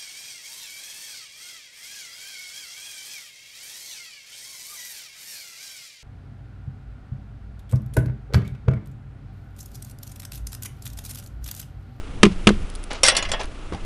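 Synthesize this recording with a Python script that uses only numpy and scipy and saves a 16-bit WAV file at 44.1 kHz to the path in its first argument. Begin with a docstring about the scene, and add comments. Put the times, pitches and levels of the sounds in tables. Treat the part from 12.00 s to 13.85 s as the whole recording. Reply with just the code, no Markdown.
"""Over a low rumble and a softly idling engine, two loud knocks land by the microphone and overload it.
Thick scrap cables are being dragged over a loaded truck bed: their sheaths tick and rustle,
and loose metal scrapes, clatters and settles. Each impact excites damped modes, low in the knocked
hollow body and bright in the metal; stick-slip friction makes the scraping.
The rumble is the jostled microphone, and behind it lies the wash of a quiet street."""
import sys
import numpy as np
from scipy import signal
from scipy.fft import rfft, irfft
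from scipy.io import wavfile

SR = 44100
rng = np.random.default_rng(int(sys.argv[2]) if len(sys.argv) > 2 else 0)


def transcribe(signal):
    """Save signal, clipped to [-1, 1], as a 16-bit WAV file at the path in sys.argv[1]."""
    frames = np.atleast_2d(signal).T
    limited = np.clip(frames, -1, 1)
    pcm = np.round(limited * 32767).astype(np.int16)
    wavfile.write(sys.argv[1], SR, pcm)


N = 81585

# engine harmonics (multiple of the firing rate, level/dB)
IDLE_HARMONICS = [(1, -34), (2, -51), (3, -52)]
# noise spectra of street, jostled microphone and cables (f/Hz, relative density level/dB)
STREET_SPECTRUM = [(15, 6), (40, 3), (90, -15), (160, -17), (290, -7), (500, -15), (1000, -20.5),
                   (1300, -16), (1700, -24.5), (2800, -22.5), (4500, -32), (10500, -38.5)]
RUMBLE_SPECTRUM = [(15, 12), (42, 2), (70, 4), (115, -5.5), (200, -10), (400, -18.5), (1000, -36),
                   (4000, -50)]
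TICK_SPECTRUM = [(1000, -38), (3000, -1.5), (4800, 1), (6800, -9), (9000, 1.5), (11000, 4)]
RUSTLE_SPECTRUM = [(500, -25), (2000, 11.5), (4000, 1.5), (10000, -1)]
SCRAPE_SPECTRUM = [(150, -8.5), (400, 1), (850, 2), (1600, -5), (2600, -3.5), (5500, -11), (7000, -17.5),
                   (11000, -33)]
# envelope of the handling rumble (t/s, level/dB)
RUMBLE_ENVELOPE = [(0, -38), (.1, -33), (0.161, -29), (.3, -30), (.37, -28), (0.422, -30), (.55, -24),
                   (.63, -25.5), (.7, -36.5), (1.0, -38), (1.22, -38), (1.301, -27), (1.379, -37.5),
                   (1.69, -36), (1.75, -26.5), (1.79, -42), (1.85, -28)]
# sheath striking sheath (t/s, level/dB)
SHEATH_TICKS = [(0.7, -30.5), (0.7401, -38), (0.7523, -25.5), (0.757, -27.5), (0.831, -35), (0.8395, -26.5),
                (0.932, -24), (1.434, -29), (1.456, -33)]
# cable sliding over scrap (t/s, rise/s, fall/s, level/dB)
CABLE_SLIDES = [(0.31, 0.0062, 0.027, -39), (0.9, 0.01, 0.13, -29), (0.949, 0.0055, 0.079, -41.5),
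                (1.386, 0.016, 0.061, -27), (1.427, 0.0074, 0.052, -39.5)]
# metal pieces striking the pile (t/s, rise/s, gain/dB at 700 Hz, 3 kHz, 9 kHz, ping f/Hz, ping level/dB)
METAL_IMPACTS = [(1.0328, 0.0013, -15, -10, -7.5, 541, -17.5), (1.037, 0.00079, -12, -25, -38, 5500, -12),
                 (1.047, 0.006, -16.5, -12, -14, 5150, -15), (1.0623, 0.00062, -16, -21, -14.5, 5624, -10),
                 (1.074, 0.003, -16, -19, -16, 1922, -15), (1.0832, 0.00097, -14, -8, -12.5, 8370, -7),
                 (1.088, 0.0012, -14.5, -49, -31, 1930, -11), (1.097, 0.0018, -20, -24, -27, 3950, -17.5),
                 (1.118, .003, -15.5, -34, -38, 5740, -25), (1.149, 0.0026, -22, -22, -33, 2710, -24),
                 (1.1661, 0.0015, -21.5, -17.5, -15, 7260, -20), (1.174, 0.0023, -23, -26, -28, 2040, -15),
                 (1.187, .002, -17.5, -26, -58, 3520, -26.5),
                 (1.2246, 0.0014, -19.5, -25.5, -35, 6750, -29), (1.2495, 0.0038, -30, -24, -42, 2840, -30),
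                 (1.286, 0.009, -19.5, -30, -34.5, 2090, -25),
                 (1.3166, 0.00083, -18.5, -22.5, -24.5, 7300, -22),
                 (1.336, .001, -15.5, -23.5, -62, 3290, -24), (1.34, 0.0016, -24, -46, -56, 880, -23),
                 (1.394, .001, -53, -41, -59, 855, -24), (1.406, 0.0012, -23, -44, -40, 720, -32),
                 (1.724, 0.00067, -18, -42.5, -56, 1130, -30.5), (1.746, 0.0017, -28, -48.5, -48, 798, -34)]
# spectrum of a metal contact (f/Hz, relative density level/dB)
CLASH_SPECTRUM = [(100, -14), (380, -11), (570, -2), (1300, -6), (3300, -2), (5600, -1), (6200, -6),
                  (8000, -5), (9100, -13.5), (10600, -7.5)]
# decay time of its tail (f/Hz, T60/s)
CLASH_TAIL_DECAY = [(400, 0.24), (1100, 0.4), (3000, 0.21), (9000, 0.042)]
# broad resonances of the loose pieces (f/Hz, width/Hz, gain/dB)
PIECE_RESONANCES = [(2097, 59, 9.5), (3530, 530, 2), (3770, 100, -18), (5500, 160, 0.5), (6000, 240, 2),
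                    (8480, 99, 13.5), (9600, 150, 13), (10975, 140, 19)]
# modes of the metal pile (f/Hz, relative level/dB, T60/s)
PILE_MODES = [(540, -12, .25), (800, -15, .2), (1098, -10, .28), (1695, -6, .33), (1835, -7, .33),
              (1990, -6, .28), (2692, -6, .28), (2918, -6, .28), (3283, -7, .25), (3420, -8, .26),
              (4280, -11, .16), (4809, -8, .16), (5216, -5, .15), (5526, -8, .14), (5615, -8, .14),
              (5680, -8, .14), (9965, -11, .15)]
# knocks and rebounds (t/s, thump gain/dB, crack gain/dB, pitch factor, decay time factor)
BODY_IMPACTS = [(0.2313, 5.5, 5, 1.011, 1.055), (0.2524, -17.5, -14, 0.93, 1.2),
                (0.265, -7, -20.5, 0.91, 0.89), (0.4708, 2, 3, 1.024, 1.03),
                (0.491, -17.5, -6.5, 1.18, 0.39), (0.4935, -24, -22.5, 1.0, 1.4),
                (0.5054, -6.5, -37, 1.013, 0.71), (1.7232, -23.5, -42, 0.94, 1.2),
                (1.735, -31, -29, 0.4, 0.65), (1.747, -33.5, -36.5, 0.48, 1.1)]
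# modes of the hollow body, before each knock scales them (f/Hz, level/dB, T60/s)
BODY_MODES = [(125.6, -21, 0.23), (179.2, -30, 0.59), (201, -5, 0.15), (309.8, -9, 0.072),
              (348, -5.5, 0.079), (398.4, -8, 0.086), (457, -25.5, 0.14), (733, -15, 0.034),
              (1019.4, -19.5, 0.1), (1185, -3.5, 0.028), (1970, -15.5, 0.042), (2170, -25.5, 0.038),
              (2870, -13.5, 0.023)]
# spectrum of a knock's crack (f/Hz, relative density level/dB)
CRACK_SPECTRUM = [(60, -41), (150, -2), (400, -0.5), (800, -6), (1500, -3.5), (3000, -0.5), (4500, -8),
                  (7000, -18), (11000, -22)]

TIME = np.arange(N) / SR
RING_TIME = np.arange(SR // 2) / SR  # time since a contact


def undb(db):
    """Amplitude ratio of a level."""
    return 10 ** (np.asarray(db) / 20)


def at(hz, points):
    """Interpolation of (f/Hz, value) points on a log-frequency axis."""
    f, values = np.array(points, float).T
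    return np.interp(np.log(np.maximum(hz, 1)), np.log(f), values)


def noise(spectrum, size):
    """Spectral shaping of white noise, scaled to unit rms."""
    gain = undb(at(np.fft.rfftfreq(size, 1 / SR), spectrum))
    x = irfft(rfft(rng.standard_normal(size)) * gain, size)
    return x / x.std()


def decay(t60):
    """Exponential damping by 60 dB in t60 seconds."""
    return np.exp(-np.log(1000) * RING_TIME / t60)


def mode(hz, t60):
    """Free vibration of a damped oscillator, at random phase."""
    return np.sin(2 * np.pi * (hz * RING_TIME + rng.random())) * decay(t60)


def wander(per_s):
    """Random modulation: straight lines between Gaussian values."""
    return np.interp(TIME * per_s, np.arange(N), rng.standard_normal(N))


def add(out, start, x):
    """Superposition of a sound from its start time."""
    i = int(start * SR)
    out[i:i + len(x)] += x[:N - i]


def street(firing_hz=27.67, wash_db=-38):
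    """Periodic firing gives an idling engine its harmonics and modulates the wash of the street."""
    phase = 2 * np.pi * np.cumsum(firing_hz * (1 + 0.0223 * wander(5.09))) / SR
    idle = sum(np.sqrt(2) * undb(db) * np.sin(round(k) * phase + 2 * np.pi * rng.random())
               for k, db in IDLE_HARMONICS)
    wash = noise(STREET_SPECTRUM, N) * undb(wash_db + 0.31 * wander(7.9) + 0.99 * np.sin(phase))
    return idle + wash


def handling():
    """Structure-borne sound: jostling reaches the microphone as a low rumble."""
    level_db = np.interp(TIME, *np.array(RUMBLE_ENVELOPE).T)
    return noise(RUMBLE_SPECTRUM, N) * undb(level_db)


def ticks():
    """Brief contacts have broad spectra: sheath on sheath gives a bright tick."""
    out = np.zeros(N)
    for start, db in SHEATH_TICKS:
        add(out, start, undb(db) * noise(TICK_SPECTRUM, len(RING_TIME)) * decay(t60=0.016))
    return out


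def scrapes(rustle_db=-52, grain_db=3.5):
    """Stick-slip friction: cable slides in fine grains, over a faint rustle of sheaths."""
    out = noise(RUSTLE_SPECTRUM, N) * undb(rustle_db) * np.interp(TIME, [.22, .32, .62, .9], [0, 1, 1, 0])
    for start, rise, fall, db in CABLE_SLIDES:
        envelope = np.interp(RING_TIME, [0, rise, rise + fall], [0, 1, 0]) ** 2
        add(out, start, undb(db) * noise(SCRAPE_SPECTRUM, len(RING_TIME)) * envelope)
    return out * undb(grain_db * wander(per_s=670))


def clash(tone, spacing_hz=54.25, scatter_db=4):
    """Modal overlap: the dense, uneven modes of struck metal merge into noise; treble dies first."""
    size = len(RING_TIME)
    f = np.fft.rfftfreq(size, 1 / SR)
    resonance_db = sum(db / (1 + (2 * (f - hz) / width) ** 2) for hz, width, db in PIECE_RESONANCES)
    uneven = undb(scatter_db * np.interp(f / spacing_hz, np.arange(len(f)), rng.standard_normal(len(f))))
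    uneven /= np.sqrt(np.mean(uneven ** 2))
    spectrum = rfft(noise(CLASH_SPECTRUM, size)) * undb(at(f, tone) + resonance_db) * uneven
    strike = undb(-4) * decay(t60=0.026) + decay(t60=0.068)
    edges_hz = np.geomspace(40, 16000, 14)
    out = np.zeros(size)
    for lo, hi in zip(edges_hz, edges_hz[1:]):
        band = irfft(spectrum * ((f >= lo) & (f < hi)), size)
        tail = undb(-7) * decay(at(np.sqrt(lo * hi), CLASH_TAIL_DECAY))
        out += band * (strike + tail)
    return out


def clatter(pile_db=-13, scatter_db=2, detune=0.00091, ping_t60=.055, ping_spread=.006):
    """Impact excitation: each piece clashes, rings the pile and pings on close, beating modes."""
    out = np.zeros(N)
    for start, rise, low_db, mid_db, high_db, ping_hz, ping_db in METAL_IMPACTS:
        tone = [(700, low_db), (3000, mid_db), (9000, high_db)]
        pile = np.zeros(len(RING_TIME))
        for hz, db, t60 in PILE_MODES:
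            gain = undb(pile_db + db + at(hz, tone) + scatter_db * rng.standard_normal())
            pile += gain * mode(hz * (1 + detune * rng.standard_normal()), t60)
        ping = mode(ping_hz, ping_t60)
        for _ in range(2):
            ping += .5 * mode(ping_hz * (1 + ping_spread * rng.standard_normal()), ping_t60)
        attack = np.minimum(RING_TIME / rise, 1)
        add(out, start, (clash(tone) + pile + undb(ping_db) * ping) * attack)
    return out


def knocks(sharpening=0.079, sag_s=0.013):
    """Nonlinear vibration: a hard blow cracks, and the hollow body starts sharp and sags to pitch."""
    out = np.zeros(N)
    sagging_time = RING_TIME + sharpening * sag_s * (1 - np.exp(-RING_TIME / sag_s))
    for start, thump_db, crack_db, pitch, ring in BODY_IMPACTS:
        tone = [(336, thump_db), (1300, crack_db)]  # low modes follow the thump, high ones the crack
        body = sum(undb(db + at(hz, tone)) * np.sin(2 * np.pi * hz * pitch * sagging_time)
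                   * decay(ring * t60) for hz, db, t60 in BODY_MODES)
        envelope = decay(t60=ring * 0.025) + undb(-31.5) * decay(t60=.22)
        crack = noise(CRACK_SPECTRUM, len(RING_TIME)) * envelope
        add(out, start, body + undb(crack_db) * crack)
    return out


def scene():
    """Superposition of all sources at one microphone, the same in both channels."""
    return np.tile(knocks() + clatter() + scrapes() + ticks() + handling() + street(), (2, 1))


def record(dry, overload=.86, knee=4, ceiling=.9, top_hz=10900):
    """Saturation: the microphone flattens the loudest peaks; the recorder caps them and cuts the top."""
    low_pass = signal.firwin(161, top_hz, window=("kaiser", 8), fs=SR)
    cut_top = lambda x: signal.fftconvolve(x, low_pass[None], mode="same", axes=1)
    rounded = dry / (1 + np.abs(dry / overload) ** knee) ** (1 / knee)
    return cut_top(np.clip(cut_top(rounded), -ceiling, ceiling))


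dry = scene()
out = record(dry)
transcribe(out)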